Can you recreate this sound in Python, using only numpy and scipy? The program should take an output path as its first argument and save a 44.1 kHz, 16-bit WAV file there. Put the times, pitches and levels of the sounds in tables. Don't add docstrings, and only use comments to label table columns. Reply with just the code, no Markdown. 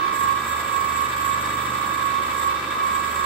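import sys
import numpy as np
from scipy.fft import rfft, irfft, next_fast_len
from scipy.io import wavfile
from scipy.ndimage import map_coordinates

SR = 44100
rng = np.random.default_rng(int(sys.argv[2]) if len(sys.argv) > 2 else 0)


def unload_wav(signal):
    wavfile.write(
        sys.argv[1],
        SR,
        np.round(np.clip(np.atleast_2d(signal).T, -1, 1) * 32767).astype(np.int16),
    )


N = 143325
TIME_S = np.arange(N) / SR


def amp(db):
    return 10 ** (np.asarray(db) / 20)


def unit(x):
    return x / np.sqrt(np.mean(x ** 2) + 1e-20)


def along(points, hz):
    point_hz, value = np.transpose(points)
    return np.interp(np.log(hz + 1), np.log(point_hz + 1), value)


def curve(rows, column=1):
    columns = np.transpose(rows)
    return np.interp(TIME_S, columns[0], columns[column])


def wobble(knots_per_s):
    knots = rng.standard_normal(N // 20)
    return map_coordinates(knots, [np.arange(N) * knots_per_s / SR + 2], mode="wrap")


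def cycle(turns):
    return np.cos(2 * np.pi * turns)


def filtered(x, response):
    m = next_fast_len(N + SR // 2)
    return irfft(rfft(x, m) * response(np.fft.rfftfreq(m, 1 / SR)), m)[..., :N]


# frequency in Hz, correlation from -1 to 1.
LIKENESS = [(60, 0.69), (270, 0.97), (450, 0.82), (740, 0.46), (1200, 0.14), (2000, 0.25), (3300, 0.098),
            (5500, -0.25), (15000, -0.082)]
RIPPLE_DB, RIPPLE_STEP_HZ = 1, 29.88


def diffuse(pair, spectrum, pan_db=0):
    def response(hz):
        angle = np.arccos(np.clip(along(LIKENESS, hz), -1, 1)) / 2
        ripple_db = RIPPLE_DB * map_coordinates(rng.standard_normal(N // 20), [hz / RIPPLE_STEP_HZ])
        return amp(along(spectrum, hz) + ripple_db) * [np.cos(angle), np.sin(angle)]

    mid, side = filtered(pair, response)
    return np.sqrt(SR / 2) * np.array([mid + side, mid - side]) * amp([[pan_db], [-pan_db]])


def repeating(turns, steps):
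    pattern = rng.standard_normal(steps)
    return unit(map_coordinates(pattern, [turns % 1 * steps], mode="grid-wrap"))


def gear_noise(turns, repeat_db, steps):
    worn = np.array([repeating(turns, steps), repeating(turns, steps)])
    return unit(rng.standard_normal((2, N)) + amp(repeat_db) * worn)


def tones(rows, clock_s, waver_db):
    out = np.zeros((2, N))
    for hz, width_hz, *levels_db in rows:
        drift = np.cumsum(rng.standard_normal(N)) * np.sqrt(np.pi * abs(width_hz) / SR)
        phase = 2 * np.pi * hz * clock_s + drift
        for side, db in enumerate(levels_db):
            flutter = amp(waver_db * wobble(2 * width_hz))
            out[side] += amp(db) * unit(flutter * np.sin(phase + 0.53 * wobble(width_hz)))
    return out


PINION_TEETH, GEAR_TEETH = 18, 45
# start in seconds, level in dB before the channel offsets.
MESH = [(0, -28.5), (.05, -26), (.15, -29.5), (.24, -25), (.33, -24.5), (.45, -38), (.53, -28.5),
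        (.62, -34), (.69, -31.5), (.76, -24.5), (.83, -26), (.92, -30.5), (1.02, -26.5), (1.11, -36),
        (1.21, -29.5), (1.31, -25), (1.46, -34.5), (1.56, -29.5), (1.66, -32), (1.8, -31), (1.95, -30),
        (2.06, -28), (2.2, -26.5), (2.3, -32.5), (2.5, -25), (2.63, -41), (2.74, -34), (2.84, -27.5),
        (3.0, -29), (3.13, -31.5), (3.25, -23.5)]
# offset in motor turn rates, left and right level in dB before waver.
SIDEBANDS = [(-1, -50, -42), (1, -44, -31)]
MESH_LEFT_DB, MESH_RIGHT_DB = -6.5, 7
MESH_LEFT_WAVER_DB, MESH_RIGHT_WAVER_DB = 4, 1.06


def gear_whine(motor):
    phase = 2 * np.pi * motor
    mesh_db = curve(MESH)
    half_swing_db = (mesh_db + mesh_db.mean()) / 2
    left_gain = amp(MESH_LEFT_DB + half_swing_db + MESH_LEFT_WAVER_DB * wobble(16))
    left = -left_gain * np.sin(PINION_TEETH * phase + 0.4 * wobble(12))
    right_gain = amp(MESH_RIGHT_DB + mesh_db + MESH_RIGHT_WAVER_DB * wobble(30.32))
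    right = right_gain * np.sin(PINION_TEETH * phase)
    out = np.sqrt(2) * np.array([left, right])
    for step, *levels_db in SIDEBANDS:
        order = PINION_TEETH + round(step)
        for side, db in enumerate(levels_db):
            out[side] += amp(db + wobble(15)) * unit(np.sin(order * phase + 0.9 * wobble(12)))
    return out


# frequency in Hz, density in dB per Hz.
RUMBLE = [(20, -95), (40, -85), (60, -73), (130, -72), (220, -69.5), (350, -69), (480, -69), (560, -70.5),
          (680, -70.5), (750, -75), (830, -71.5), (940, -87), (1200, -96), (2000, -120)]
RUMBLE_REPEAT_DB = -6


def gear_rumble(spindle):
    return diffuse(gear_noise(spindle, RUMBLE_REPEAT_DB, steps=1790), RUMBLE)


# frequency in Hz, density in dB per Hz before panning.
RATTLE = [(600, -110), (900, -69), (1000, -61), (1130, -58), (1310, -60), (1380, -65.5), (1530, -71.5),
          (1620, -59), (1780, -70), (2000, -65), (2140, -71.5), (2280, -62), (2480, -75), (2620, -67.5),
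          (2820, -78.5), (3300, -73), (3470, -78), (3600, -66), (3700, -78.5), (4080, -77.5), (4500, -79.5),
          (5300, -83), (6300, -85), (8000, -83), (9400, -91), (12500, -94), (13200, -82.5), (13900, -89),
          (15500, -96)]
RATTLE_REPEAT_DB, RATTLE_PAN_DB = -4, -0.4
RATTLE_SWING_DB, TOOTH_SWING_DB, RATTLE_DRIFT_DB = 1, 1.36, 0.45


def tooth_rattle(motor, spindle):
    realign = spindle / 2
    swing_db = RATTLE_SWING_DB * cycle(motor)
    swing_db += TOOTH_SWING_DB * repeating(realign, steps=90)
    swing_db += RATTLE_DRIFT_DB * wobble(25.18)
    rattle = unit(amp(swing_db) * gear_noise(realign, RATTLE_REPEAT_DB, steps=3580))
    return diffuse(rattle, RATTLE, RATTLE_PAN_DB)


# start in seconds, rms level in dB.
CHATTER = [(0, -41.5), (.13, -40.5), (.19, -48), (1.0, -51.5), (2.2, -46), (2.5, -45), (2.63, -43.5),
           (2.75, -49), (3.25, -46)]
# frequency in Hz, relative density in dB.
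CHATTER_BAND = [(150, -13), (260, -21), (310, -0.5), (370, 1.5), (430, -24), (700, -59)]


def gear_chatter():
    return amp(curve(CHATTER)) * unit(diffuse(rng.standard_normal((2, N)), CHATTER_BAND))


# Hz at mean speed, nominal width in Hz, left and right rms in dB.
HOUSING_TONES = [(548.7, 12, -54.5, -47.5), (630, 3.95, -77, -57), (815.6, 8, -53, -50.5),
                 (869, 8.1, -59, -51.5), (919, 4.47, -53, -56), (1033, 5.2, -41, -44),
                 (1266, 7.2, -50, -41.5), (1308, 9.1, -48.5, -54), (1453, 5.22, -46.5, -52)]


def housing_tones(clock_s):
    return tones(HOUSING_TONES, clock_s, waver_db=3)


# Hz at mean speed, nominal width in Hz, left and right level in dB before throb.
BEARINGS = [(1649, 4, -41, -38.5), (1710, 4, -42.5, -52), (1943, 8, -49, -47), (2020, 10, -53, -51),
            (2083, 5, -55, -54), (2272, 5, -53, -51), (2314, 8, -45.5, -46.5), (2652, 14, -51.5, -52.5),
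            (2952, 10, -56, -50.5), (3300, 40, -55.5, -53.5), (3622, 12, -48, -46), (3790, 12, -51.5, -59),
            (3951, 4, -64, -58), (4268, 25, -57, -56), (4570, 12, -62, -62), (4890, 12, -65, -62),
            (5230, 20, -65, -59)]
CAGE_TURNS_PER_MOTOR_TURN = 0.219
CAGE_SWING_DB, SPINDLE_SWING_DB, BEARING_WAVER_DB = 2.5, 1.5, 3.2


def bearings(clock_s, motor, spindle):
    cage_phase = 2 * np.pi * CAGE_TURNS_PER_MOTOR_TURN * motor + 1.4 * wobble(2.76)
    throb_db = CAGE_SWING_DB * np.cos(cage_phase) + SPINDLE_SWING_DB * cycle(spindle)
    return unit(amp(throb_db)) * tones(BEARINGS, clock_s, BEARING_WAVER_DB)


# start in seconds, gain in dB of orders up to 3, gain in dB of higher orders.
FORCE = [(0, -24, -16), (.12, -31, -9), (.22, -0.5, 1), (.4, -3.5, -1.5), (.52, 1.5, -5), (.66, -3.5, -6),
         (.93, 0.5, -1.5), (1.3, 0.5, 1), (1.55, -1, 2.5), (1.9, -2.5, 0.5), (2.25, -3, -3.5),
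         (2.42, 0, -2), (2.68, -3, -2.5), (2.8, -9, -8), (2.92, 0, -4), (3.25, 0.5, -5.5)]
# multiple of spindle speed, rms level in dB before force and waver.
THUMP = [(2, -61), (3, -44.5), (4, -55), (5, -47), (7, -58), (8, -54), (9, -56.5), (11, -56), (12, -53.5),
         (13, -56), (21, -54.5)]


def thump(spindle):
    low_db, high_db = curve(FORCE), curve(FORCE, column=2)
    out = np.zeros(N)
    for order, db in THUMP:
        force_db = low_db if round(order) <= 3 else high_db + 2 * wobble(8)
        tone = unit(np.sin(2 * np.pi * (round(order) * spindle + rng.random())))
        out += amp(db + force_db + 0.54 * wobble(7.18)) * tone
    return out


# start in seconds, level in dB.
CHIPS = [(0, -56), (.115, -63.5), (.135, -41.5), (.17, -39), (.27, -43), (.36, -47), (.49, -41),
         (.56, -43.5), (.68, -45.5), (.74, -41.5), (.88, -44.5), (1.02, -40), (1.08, -45.5), (1.28, -40),
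         (1.38, -43), (1.6, -43), (1.87, -45), (2.03, -43.5), (2.2, -49.5), (2.3, -45), (2.43, -40.5),
         (2.58, -51.5), (2.8, -49.5), (2.87, -42.5), (3.03, -45), (3.2, -42), (3.25, -45)]
# frequency in Hz, dB per Hz relative to chip level, before panning.
SCRAPE = [(3000, -87), (5200, -46), (6900, -43.5), (7400, -31), (7750, -27), (8200, -35.5), (8750, -37.5),
          (9400, -57), (10200, -41), (10600, -58), (11150, -39.5), (11800, -53), (12750, -44), (13230, -33),
          (13800, -45), (14400, -42), (15000, -60), (15800, -57)]
# Hz, nominal width in Hz, left and right dB relative to chip level, before bite.
CUTTER = [(7390, 25, -21, -14), (7660, 20, -2, -14), (7770, 16, -12, -15), (8570, 12, -19, -18),
          (10175, 25, -25, -24), (11127, 25, -21, -19), (13200, 45, -11, -8)]
CHIP_TURN_DB, CHIP_FLUTE_DB, CHIP_GRAIN_DB = 1.96, 0.76, 0.5
CHIP_PAN_DB = -0.7


def chips(spindle):
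    bite_db = CHIP_TURN_DB * cycle(spindle)
    bite_db += CHIP_FLUTE_DB * repeating(spindle, steps=12)
    bite_db += CHIP_GRAIN_DB * wobble(880)
    bite = unit(amp(bite_db + wobble(29.88)))
    scrape = diffuse(bite * rng.standard_normal((2, N)), SCRAPE, CHIP_PAN_DB)
    ringing = bite * tones(CUTTER, TIME_S, waver_db=4.5)
    return amp(curve(CHIPS)) * (scrape + ringing)


# Hz, nominal width in Hz, left and right dB relative to DRIVE_LEVEL_DB.
DRIVE = [(15407, 4, -7, -6), (15655, 4, 0, 1)]
DRIVE_LEVEL_DB = -66


def drive_whistle():
    return amp(DRIVE_LEVEL_DB) * tones(DRIVE, TIME_S, waver_db=7.0)


# start in seconds, motor turns per second.
SPEED = [(0.0, 61.5), (0.12, 61.7), (0.26, 61.1), (0.45, 62.0), (0.8, 61.4), (1.18, 61.9), (1.3, 61.4),
         (1.46, 62.0), (1.65, 61.6), (1.76, 61.8), (2.2, 61.5), (2.27, 61.9), (2.52, 61.4), (2.62, 62.1),
         (2.92, 61.3), (3.05, 61.7), (3.22, 61.5), (3.25, 61.0)]


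def scene():
    speed = curve(SPEED)
    motor = np.cumsum(speed) / SR
    spindle = motor * PINION_TEETH / GEAR_TEETH
    clock_s = motor / speed.mean()
    gears = gear_whine(motor) + gear_rumble(spindle) + tooth_rattle(motor, spindle) + gear_chatter()
    head = gears + housing_tones(clock_s) + bearings(clock_s, motor, spindle)
    return head + thump(spindle) + chips(spindle) + drive_whistle()


TOP_HZ = 15780


def record(dry):
    return filtered(dry, lambda hz: hz < TOP_HZ)


dry = scene()
out = record(dry)
unload_wav(out)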